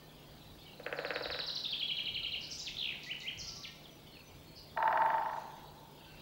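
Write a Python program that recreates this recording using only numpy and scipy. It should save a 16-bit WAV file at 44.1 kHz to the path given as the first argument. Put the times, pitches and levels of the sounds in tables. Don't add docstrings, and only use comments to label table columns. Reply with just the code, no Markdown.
import sys
import numpy as np
from scipy import signal
from scipy.fft import rfft, irfft, next_fast_len
from scipy.io import wavfile
from scipy.ndimage import uniform_filter1d, map_coordinates

SR = 44100
rng = np.random.default_rng(int(sys.argv[2]) if len(sys.argv) > 2 else 0)


def level_to_linear(level):
    exponent = np.asarray(level, float) / 20
    return 10 ** exponent


def transcribe(u):
    v = np.clip(np.atleast_2d(u).T, -1, 1)
    q = np.round(v * 32767).astype(np.int16)
    wavfile.write(sys.argv[1], SR, q)


N = 273861
T = np.arange(N) / SR


def unit(x):
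    return x / np.sqrt(np.mean(x ** 2) + 1e-20)


def along(points, hz):
    f, v = np.transpose(points)
    return np.interp(np.log(hz + 1), np.log(f + 1), v)


def curve(rows):
    return np.interp(T, *np.transpose(rows))


def wobble(rate):
    knots = rng.standard_normal(int(N * 200 / SR) + 4)
    return map_coordinates(knots, [T * min(rate, 200)])


def filtered(x, response):
    m = 2 * next_fast_len(N // 2 + SR // 4)
    return irfft(rfft(x, m) * response(np.fft.rfftfreq(m, 1 / SR)), m)[..., :N]


def noise(spectrum, patchy_db):
    z = signal.stft(rng.standard_normal(N), nperseg=512)[2]
    patches = uniform_filter1d(rng.standard_normal(z.shape), size=4, axis=0)
    patches = uniform_filter1d(patches, size=10, axis=1)
    x = signal.istft(z * level_to_linear(patchy_db * unit(patches)), nperseg=512)[1][:N]
    return unit(filtered(x, lambda hz: level_to_linear(along(spectrum, hz))))


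def forest(x, gap, early_db, lumpy_db, early_t60=0.28):
    # (frequency [Hz], t60 [s])
    decay = [(200, 0.24), (900, 2.38), (3000, 0.92), (6000, 0.76), (10000, 0.034)]
    hz, t, z = signal.stft(rng.standard_normal(SR * 3 // 2), SR, nperseg=256)
    late = level_to_linear(-60 * t / along(decay, hz)[:, None])
    early = 1 + level_to_linear(early_db - 60 * t / early_t60)
    big_trunks = level_to_linear(lumpy_db * rng.standard_normal(len(t)) * np.exp(-t / .2))
    tail = signal.istft(z * late * early * big_trunks, SR, nperseg=256)[1]
    tail = tail * (1 - np.exp(-(np.arange(len(tail)) / (SR * gap)) ** 2))
    return signal.fftconvolve(x, tail / np.linalg.norm(tail))[:N]


def resonances(modes, f):
    return sum((-1) ** k * level_to_linear(db) * 1j * f * w / (c * c - f * f + 1j * f * w)
               for k, (c, w, db) in enumerate(modes))


def note_time(length):
    return np.arange(round(length * SR)) / SR


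def sing(add, s, t, hz, gain):
    ends = np.clip(np.minimum(t, t[-1] - t) / .002, 0, 1)
    add[round(s * SR):][:len(t)] += gain * ends * np.sin(2 * np.pi * np.cumsum(hz) / SR)


def path(f, copies):
    near_ms, bark_hz = 2.8, 2220
    taps = np.zeros((2, 2 * len(f) - 2))
    for ms, db in copies:
        taps[int(ms > near_ms), round(ms * SR / 1000)] = level_to_linear(db)
    straight, late = rfft(taps)
    return straight + late / (1 + (f / bark_hz) ** 6)


def drum(blows, click, wood, body, echoes, click_db, wood_db, wet_db, wood_wet_db, dull_hz, thin_hz, gap):
    crack, push = np.zeros((2, N))
    for s, db, *tone_db in blows:
        crack[round(s * SR)] = level_to_linear(db + click_db)
        push[round(s * SR)] = level_to_linear(db + sum(tone_db) + wood_db)
    crack = filtered(crack, lambda f: -resonances(click, f) ** 2)
    tone = filtered(push, lambda f: resonances(wood, f) ** 2)

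    dull_crack = filtered(crack, lambda f: 1 / (1 + 1j * f / dull_hz) ** 3)
    thin_tone = filtered(tone, lambda f: (1j * f / (thin_hz + 1j * f)) ** 3)
    sent = level_to_linear(wet_db) * dull_crack + level_to_linear(wood_wet_db) * thin_tone

    low = filtered(push, lambda f: resonances(body, f) ** 2 * (1 + level_to_linear(-9) * np.exp(2j * np.pi * f * .014)))
    arrivals = filtered(np.array([crack, tone]), lambda f: [path(f, copies) for copies in echoes])
    near = low + arrivals.sum(axis=0)
    return near + forest(sent + level_to_linear(-7) * low, gap, early_db=7.5, lumpy_db=4.0, early_t60=0.74)


def camera():
    # (frequency [Hz], level [dB per Hz])
    hiss_colour = [(3000, -19), (6000, -1), (9000, -2.5), (12000, -0.4), (15700, 0)]
    # (frequency [Hz], share [0-1])
    unlike = [(4000, .01), (7000, 0.31), (10000, 0.64), (13000, 0.33), (15700, 0.13)]
    # (frequency [Hz], level [dB])
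    whines = [(11472, -82), (11698, -95), (13273, -75), (13573, -77), (15375, -81)]
    line_hz, field_hz, hum_hz = 15622.5, 50, 150
    both, apart = noise(hiss_colour, patchy_db=0), noise(hiss_colour, patchy_db=0)
    apart = filtered(apart, lambda f: np.clip(along(unlike, f), 0, 1))
    hum = level_to_linear(-61 + 0.36 * wobble(5.5)) * np.sin(2 * np.pi * hum_hz * T + 1.7 * wobble(6))
    field = (T - .008) * field_hz
    odd = uniform_filter1d(1. * (field % 2 > 1.1), size=60)
    lit = uniform_filter1d(1. * (field % 1 < .81), size=60)
    whine = odd * sum(level_to_linear(db) * np.sin(2 * np.pi * hz * T) for hz, db in whines)
    line = lit * level_to_linear(-69.5 + 3 * odd - 4 * (field % 1)) * np.sin(2 * np.pi * line_hz * T)
    hiss = level_to_linear(-70.0 + 1.8 * odd) * np.array([both + apart, both - apart])
    return hiss + hum + whine + level_to_linear([[1.6], [-1.6]]) * line


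def air():
    # (time [s], peak level [dB])
    gust_peaks = [(.07, -78), (.3, -64), (.52, -60), (1.3, -59), (2.17, -57.5), (2.42, -65), (2.76, -59.5),
                  (3.43, -52.5), (4, -72), (4.36, -57.5), (4.6, -67), (4.78, -79), (5.68, -64), (6.18, -62)]
    # (frequency [Hz], level [dB per Hz])
    wind_colour = [(12, -35), (20, -9.5), (54, -4.5), (97, -6.5), (123, -10), (140, -9), (180, -36),
                   (310, -120)]
    # (frequency [Hz], level [dB per Hz])
    road_colour = [(59, -55), (100, -15), (152, -3), (306, -5), (367, -6.5), (828, -11.5), (1530, -23.5),
                   (5000, -87)]
    # (frequency [Hz], level [dB per Hz])
    chorus_colour = [(900, -24.5), (1740, -22.5), (3580, -16.5), (4770, -20.5), (5720, -29), (7500, -35.5),
                     (9750, -42), (16500, -120)]
    # (time [s], level [dB])
    chorus_swell = [(0, 2), (1, 4), (2, 7), (3, 5), (4, 2), (4.6, 2.5), (5.4, 4), (5.8, 1.5), (6.21, 4)]
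    calm_db, rise, fall = -68, 144, 99
    s, peak_db = np.transpose(gust_peaks)[:, :, None]
    gusts = level_to_linear(peak_db - np.maximum(rise * (s - T), fall * (T - s))).sum(axis=0)
    wind = (level_to_linear(calm_db) + gusts) * noise(wind_colour, patchy_db=-0.5)
    road = level_to_linear(-59.0) * noise(road_colour, patchy_db=1.0)
    chorus = level_to_linear(-65.5 + curve(chorus_swell)) * noise(chorus_colour, patchy_db=3.0)
    return wind + road + chorus


def far_birds():
    # (time [s], length [s], pitch [Hz], level [dB])
    far_whistles = [(0, 0.24, 1510, -76.5), (.01, 0.077, 1800, -71), (.03, 0.14, 4080, -70),
                    (0.215, 0.13, 3260, -68.5), (0.337, 0.012, 4650, -63), (.365, .012, 4480, -65),
                    (.388, .016, 4120, -68), (0.418, 0.0099, 4020, -55), (0.446, .014, 3900, -65),
                    (0.468, 0.013, 3960, -59), (0.497, 0.011, 3880, -57), (0.61, 0.02, 4350, -61.5),
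                    (.62, .08, 2277, -69), (0.732, .014, 4010, -55), (.903, .28, 6840, -76.5),
                    (1.89, .12, 6300, -78), (2.206, 0.23, 6350, -83), (2.209, 0.038, 1355, -65),
                    (3.46, 0.21, 1345, -69.5), (3.56, 0.055, 1143, -63.5), (3.63, 0.093, 1842, -67),
                    (3.9, 0.045, 5900, -67), (3.991, 0.4, 2225, -71.5), (4.122, 0.066, 4340, -59.5),
                    (4.198, 0.32, 2396, -72.5), (4.241, 0.056, 6030, -68), (4.293, .22, 7325, -78.5),
                    (4.321, 0.22, 6200, -83.5), (4.458, 0.056, 4340, -65), (4.571, 0.03, 5930, -65),
                    (4.622, 0.12, 4600, -70), (5.31, 0.13, 6030, -74), (5.958, 0.18, 4600, -77),
                    (6.047, 0.26, 2710, -70.5), (6.064, 0.049, 1535, -63)]
    # (time [s], length [s], from [Hz], to [Hz], level [dB])
    far_chirps = [
        (0.088, 0.028, 3480, 3200, -67),
        (0.153, 0.058, 3280, 2650, -65.5),
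        (0.582, 0.068, 3280, 3800, -68),
        (0.659, .046, 3180, 2700, -64),
        (3.835, 0.037, 4100, 2870, -62),
        (4.133, 0.044, 3130, 2500, -59),
        (4.311, 0.02, 4490, 5000, -70),
        (5.332, 0.27, 7000, 6060, -77),
        (5.512, 0.31, 3630, 4180, -76),
        (5.972, .045, 3340, 2640, -66),
    ]
    sag = 0.00055
    calls, breeze = np.zeros(N + SR), wobble(70)
    notes = [(s, length, hz * (1 + sag), hz * (1 - sag), db, 14.7) for s, length, hz, db in far_whistles]
    notes += [(*chirp, 65) for chirp in far_chirps]
    for s, length, start, end, db, rate in notes:
        t = note_time(length)
        turn = 2 * np.pi * rate * t
        hz = start + (end - start) * t / length
        hz = hz * (1 + 7e-6 * rate ** 2 * np.sin(turn))
        gain = level_to_linear(db - 0.13 * min(rate, 60) * np.cos(turn))
        sing(calls, s, t, hz, gain * np.sin(np.pi * t / length) ** 0.031)
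    calls = calls[:N] * level_to_linear(2.6 * breeze)
    return calls + level_to_linear(-5.5) * forest(calls, gap=0.0018, early_db=1, lumpy_db=13)


def stub_woodpecker():
    # (time [s], crack level [dB], wood tone above the crack [dB])
    blows = [(.7977, -19.5, 11.5), (.8635, -1, 0.5), (.9259, -0.5, 1.5), (.9877, -2.5, 5),
             (1.0483, -1, 2.5), (1.1053, 1.5, -0.5), (1.1591, 1, 0.5), (1.2086, -13, 12.5), (1.2563, -6, 5),
             (1.3015, -3.5, -1.5), (1.345, -5.5, 0), (1.3893, -4.5, -2)]
    # (frequency [Hz], width [Hz], level [dB])
    click = [(1623, 780, 2), (2680, 410, 3), (3200, 420, -1.5)]
    # (frequency [Hz], width [Hz], level [dB])
    wood = [(292, 28, -1), (520, 190, 2), (886, 730, -11)]
    # (frequency [Hz], width [Hz], level [dB])
    body = [(440, 80, -8), (600, 90, -7)]
    # (delay [ms], level [dB])
    echoes = [
        [(.4, 0), (2.4, -13), (8.9, -8), (11.2, -14), (16.1, -16), (18.8, -7), (28.8, -18), (42.6, -19.5), (61.2, -18)],
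        [(-6.9, -16), (-2.8, -12), (1.3, 0), (4.9, -14), (9.5, -19), (13.1, -19), (18.3, -19), (30.2, -16), (48.8, -15)],
    ]
    return drum(blows, click, wood, body, echoes, click_db=-2.0, wood_db=5,
                wet_db=3.0, dull_hz=1550, thin_hz=1460, wood_wet_db=18.5, gap=0.0042)


def flicks(song):
    # (time [s], length [s], from [Hz], to [Hz], level [dB])
    quick_notes = [(0.83, 0.023, 3520, 4770, -55.5), (2.407, .009, 4100, 6400, -51),
                   (2.415, .007, 4400, 6500, -47), (2.42, .006, 6000, 7800, -59),
                   (2.423, 0.01, 5500, 3300, -47), (2.497, 0.01, 4100, 8700, -51),
                   (2.528, .008, 4800, 3400, -49), (2.578, 0.008, 5000, 8300, -53),
                   (2.606, .008, 5000, 3200, -45), (2.612, 0.015, 4100, 3800, -48),
                   (2.683, 0.015, 2200, 2050, -54), (2.74, 0.022, 3200, 3740, -53),
                   (2.767, 0.0067, 4200, 2640, -40), (2.777, 0.005, 2900, 4300, -47),
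                   (3.032, 0.0079, 7200, 2970, -47), (3.037, 0.007, 8300, 5450, -55),
                   (3.066, 0.0045, 7200, 5530, -56), (3.2, 0.009, 8400, 3600, -49),
                   (3.234, 0.0048, 6870, 5000, -54), (3.373, 0.011, 3200, 8300, -51),
                   (3.41, 0.016, 4280, 4300, -48), (3.464, 0.008, 4600, 8300, -53),
                   (3.492, .006, 4500, 3300, -51), (3.547, 0.009, 4700, 7800, -56),
                   (3.572, .007, 4600, 3500, -53), (3.654, 0.012, 2250, 1940, -56)]
    for s, length, start, end, db in quick_notes:
        t = note_time(length)
        sing(song, s, t, start + (end - start) * t / length, level_to_linear(db) * np.sin(np.pi * t / length))


def trill(song):
    # (time [s], dive length [s], dive level [dB], rebound level [dB])
    syllables = [(0.963, 0.034, -50, -52), (1.052, 0.028, -45.5, -56), (1.136, 0.031, -43.5, -48),
                 (1.223, 0.028, -40.5, -45), (1.308, 0.029, -38.5, -40.5), (1.388, 0.026, -36.5, -41),
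                 (1.464, 0.035, -37, -37), (1.55, 0.02, -35.5, -36), (1.635, 0.019, -36.5, -34),
                 (1.721, 0.018, -34, -40.5), (1.803, 0.019, -38, -34.5), (1.888, .021, -36, -35),
                 (1.975, 0.02, -36.5, -38), (2.063, 0.016, -36.5, -38), (2.151, 0.02, -36.5, -40),
                 (2.238, 0.02, -37.5, -39), (2.327, 0.025, -37, -42.5)]
    # (time [s], top pitch [Hz], rebound pitch [Hz])
    sinking = [(.96, 5360, 4390), (1.14, 5660, 4163), (1.39, 5610, 4093), (1.547, 6100, 4290),
               (1.634, 5360, 3800), (1.72, 4290, 3624), (1.8, 3950, 3330), (1.97, 3420, 3270),
               (2.33, 3180, 3200)]
    when, tops, backs = np.transpose(sinking)
    for s, dive, dive_db, back_db in syllables:
        top, back = np.interp(s, when, tops), np.interp(s, when, backs)
        t = note_time(dive + 0.016)
        high = np.clip((top - 4200) / 2600, 0, 1)
        shelf = .96 * back + high * (top - back)
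        hz = np.interp(t, [0, .22 * dive, (.78 + .2 * high) * dive, dive, dive + .007 - .004 * high, dive + .022],
                       [max(top, 3900), shelf, .87 * back, (.67 - 0.041 * high) * back,
                        (.99 - 0.135 * high) * back, (1.0 + 0.21 * high) * back])
        db = np.interp(t, [0, .25 * dive, .7 * dive, dive, dive + .007, dive + .016, dive + .022],
                       [dive_db - 6.5, dive_db - 5.5, dive_db, dive_db - 11 - 3 * high,
                        back_db, back_db - 18 * high, back_db - 20])
        sing(song, s, t, hz, level_to_linear(db))
    t = note_time(0.011)
    for s, *_ in syllables:
        if s > 1.75:
            buzz = np.cos(2 * np.pi * (210 * t + rng.random()))
            swell = abs(np.sin(np.pi * t / t[-1])) ** 0.4
            sing(song, s - 0.0086, t, 4015 * (1 + 0.057 * buzz), level_to_linear(-40.5) * swell)


def warbles(song):
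    # (time [s], length [s], from [Hz], to [Hz], level [dB], pitch swings [Hz])
    warbled_notes = [(1.708, 0.02, 4600, 3910, -41, 91), (2.429, 0.029, 4950, 4350, -47, 133),
                     (2.506, 0.03, 6100, 4690, -41, 132), (2.518, 0.034, 8100, 7400, -57, 168),
                     (2.581, 0.019, 6890, 6330, -43.5, 167), (2.593, 0.0183, 5700, 4560, -41, 152),
                     (2.656, 0.034, 5000, 2045, -42.5, 171.2), (2.668, .026, 4300, 2280, -49.5, 174.6),
                     (3.033, 0.028, 4324, 4130, -52, 173), (3.203, 0.0293, 4270, 3865, -52.5, 167),
                     (3.384, 0.037, 6510, 4400, -43, 132.8), (3.469, 0.032, 6000, 4430, -42.5, 107.3),
                     (3.557, 0.022, 6300, 4600, -46.5, 110), (3.632, 0.013, 4460, 4060, -47, 172),
                     (3.641, 0.02, 3890, 1975, -46, 170), (4.062, 0.026, 3294, 3240, -61, 90),
                     (4.554, 0.051, 4980, 4390, -54, 119.3)]
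    for s, length, start, end, db, rate in warbled_notes:
        t = note_time(length)
        turn = 2 * np.pi * rate * t
        hz = (start + (end - start) * t / length) * (1 + 0.1 * np.cos(turn))
        swell = np.sin(np.pi * (t / length) ** 0.88) ** 0.51
        sing(song, s, t, hz, level_to_linear(db + 2.0 * np.sin(turn)) * swell)


def rattle(song):
    # (time [s], length [s], from [Hz], to [Hz], level [dB])
    strokes = [(2.779, 0.016, 4480, 2990, -38.5), (2.79, 0.016, 4334, 2820, -39),
               (2.804, 0.017, 4270, 2630, -37.5), (2.819, .016, 3860, 2460, -36.5),
               (2.836, 0.014, 3600, 2270, -39), (2.852, 0.011, 3466, 2250, -34.5),
               (2.867, 0.0127, 2983, 2050, -43), (2.884, .014, 2923, 2100, -40.5),
               (2.903, 0.012, 2813, 1950, -43.5), (2.916, .013, 2730, 1660, -46),
               (2.931, 0.019, 2725, 1280, -57)]
    for s, length, start, end, db in strokes:
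        t = note_time(length)
        hz = start + (end - start) * (t / length) ** 1.6
        sing(song, s, t, hz, level_to_linear(db) * np.sin(np.pi * (t / length) ** 1.4) ** 1.2)


def hooks(song):
    # (time after its start [s], pitch [Hz], level [dB])
    hook_shape = [
        (0, 1937, -16.5),
        (0.023, 1982, -13.5),
        (0.039, 2397, -8),
        (.054, 3076, 0.5),
        (0.058, 2900, -4.5),
        (.068, 2164, -16),
        (0.075, 1320, -22),
    ]
    # (time [s], pitch factor [ratio], level [dB])
    hook_starts = [
        (3.064, 1.001, -38),
        (3.233, 1.05, -37.5),
    ]
    when, hz, db = np.transpose(hook_shape)
    t = note_time(when[-1])
    for s, pitch, level_db in hook_starts:
        sing(song, s, t, pitch * np.interp(t, when, hz), level_to_linear(level_db + np.interp(t, when, db)))


def finch():
    # (delay [ms], level [dB])
    trunk_echoes = [(11, -15), (17, -15), (28, -11), (41, -14)]
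    song = np.zeros(N + SR)
    for phrase_of in (flicks, trill, warbles, rattle, hooks):
        phrase_of(song)
    song = song[:N]
    phrase = np.digitize(T, [1.3, 1.62, 1.87, 2.13, 2.4, 2.75, 3.02, 3.36])
    wet = sum(forest(song * (phrase == k), gap=.016, early_db=2, lumpy_db=1.5) for k in range(9))

    def straight(f):
        echoes = sum(level_to_linear(db) * np.exp(-2j * np.pi * f * ms / 1000) for ms, db in trunk_echoes)
        return (1 + echoes) / (1 + (f / 5600) ** 4)

    return level_to_linear(6.0) * filtered(song, straight) + level_to_linear(-2) * wet


def twigs():
    # (time [s], peak level [dB])
    snaps = [
        (1.224, -41),
        (3.256, -37),
        (4.592, -43),
        (5.057, -34.5),
    ]
    x = np.zeros(N)
    for s, db in snaps:
        x[round(s * SR)] = level_to_linear(db)
    return filtered(x, lambda f: resonances([(9000, 6000, 0.0062)], f))


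def limb_woodpecker():
    # (time [s], level [dB])
    blows = [(4.7734, -2), (4.8259, 0), (4.8766, .5), (4.9265, 0), (4.9734, .5), (5.0183, -1.5),
             (5.0607, -3), (5.1019, -3), (5.1414, -6.5), (5.1808, -7), (5.2207, -14), (5.2584, -11.5),
             (5.2952, -12), (5.3318, -14), (5.3688, -18), (5.4046, -23)]
    # (frequency [Hz], width [Hz], level [dB])
    click = [(1334, 294, 3.5), (1880, 440, 3), (2500, 680, 1), (2900, 810, -1.5), (3600, 450, -6),
             (5320, 1200, -17)]
    # (frequency [Hz], width [Hz], level [dB])
    wood = [(400, 300, -12), (650, 200, -6), (900, 200, 0)]
    # (frequency [Hz], width [Hz], level [dB])
    body = [(348, 52, -9), (480, 110, -8), (640, 50, 2), (760, 90, -1)]
    # (frequency [Hz], width [Hz], level [dB])
    hollow = [(893, 11, -3)]
    # (delay [ms], level [dB])
    echoes = [
        [(-.6, 0), (1.1, -2), (3.15, -4), (4.4, -8.5), (6.3, -12), (14.2, -12.5), (22.7, -17.5), (27.9, -14), (29.4, -13.5), (32.5, -7.5), (36.5, -15), (38.9, -16.5), (47.5, -17), (50.8, -16.5), (57.1, -17), (83.6, -16)],
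        [(-9.8, -10.5), (-4.4, -7), (0, 0), (3.2, -4.5), (7.7, -5), (11.4, -9), (14.7, .5), (20.2, -3), (26.3, -5), (29.4, 3), (32.6, -6), (36.3, -10.5), (40.3, -6), (47.1, -6.5), (51.6, -7.5), (54.6, -7.5), (61, -8.5), (69.8, -11), (78.6, -2.5), (84.1, 2), (87.4, -10), (90.9, -4), (107.9, -4.5), (161.6, -10.5), (168.6, -7.5), (175, -12.5), (184, -13), (241.1, -12.5), (245.9, -12), (276.1, -13.5), (310.7, -12.5), (353.5, -11.5)],
    ]
    limb = drum(blows, click, wood, body, echoes, click_db=-0.5, wood_db=11.5,
                wet_db=-7, dull_hz=4600, thin_hz=600, wood_wet_db=4.5, gap=0.013)
    return limb + filtered(limb, lambda f: resonances(hollow, f))


def scene():
    birds = far_birds() + stub_woodpecker() + finch() + limb_woodpecker()
    return camera() + air() + birds + twigs()


def low_pass(x):
    return signal.sosfilt(signal.butter(12, 16610, fs=SR, output="sos"), x)


def record(dry):
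    mix = filtered(dry, lambda f: f < 15830)
    return low_pass(mix)


dry = scene()
out = record(dry)
transcribe(out)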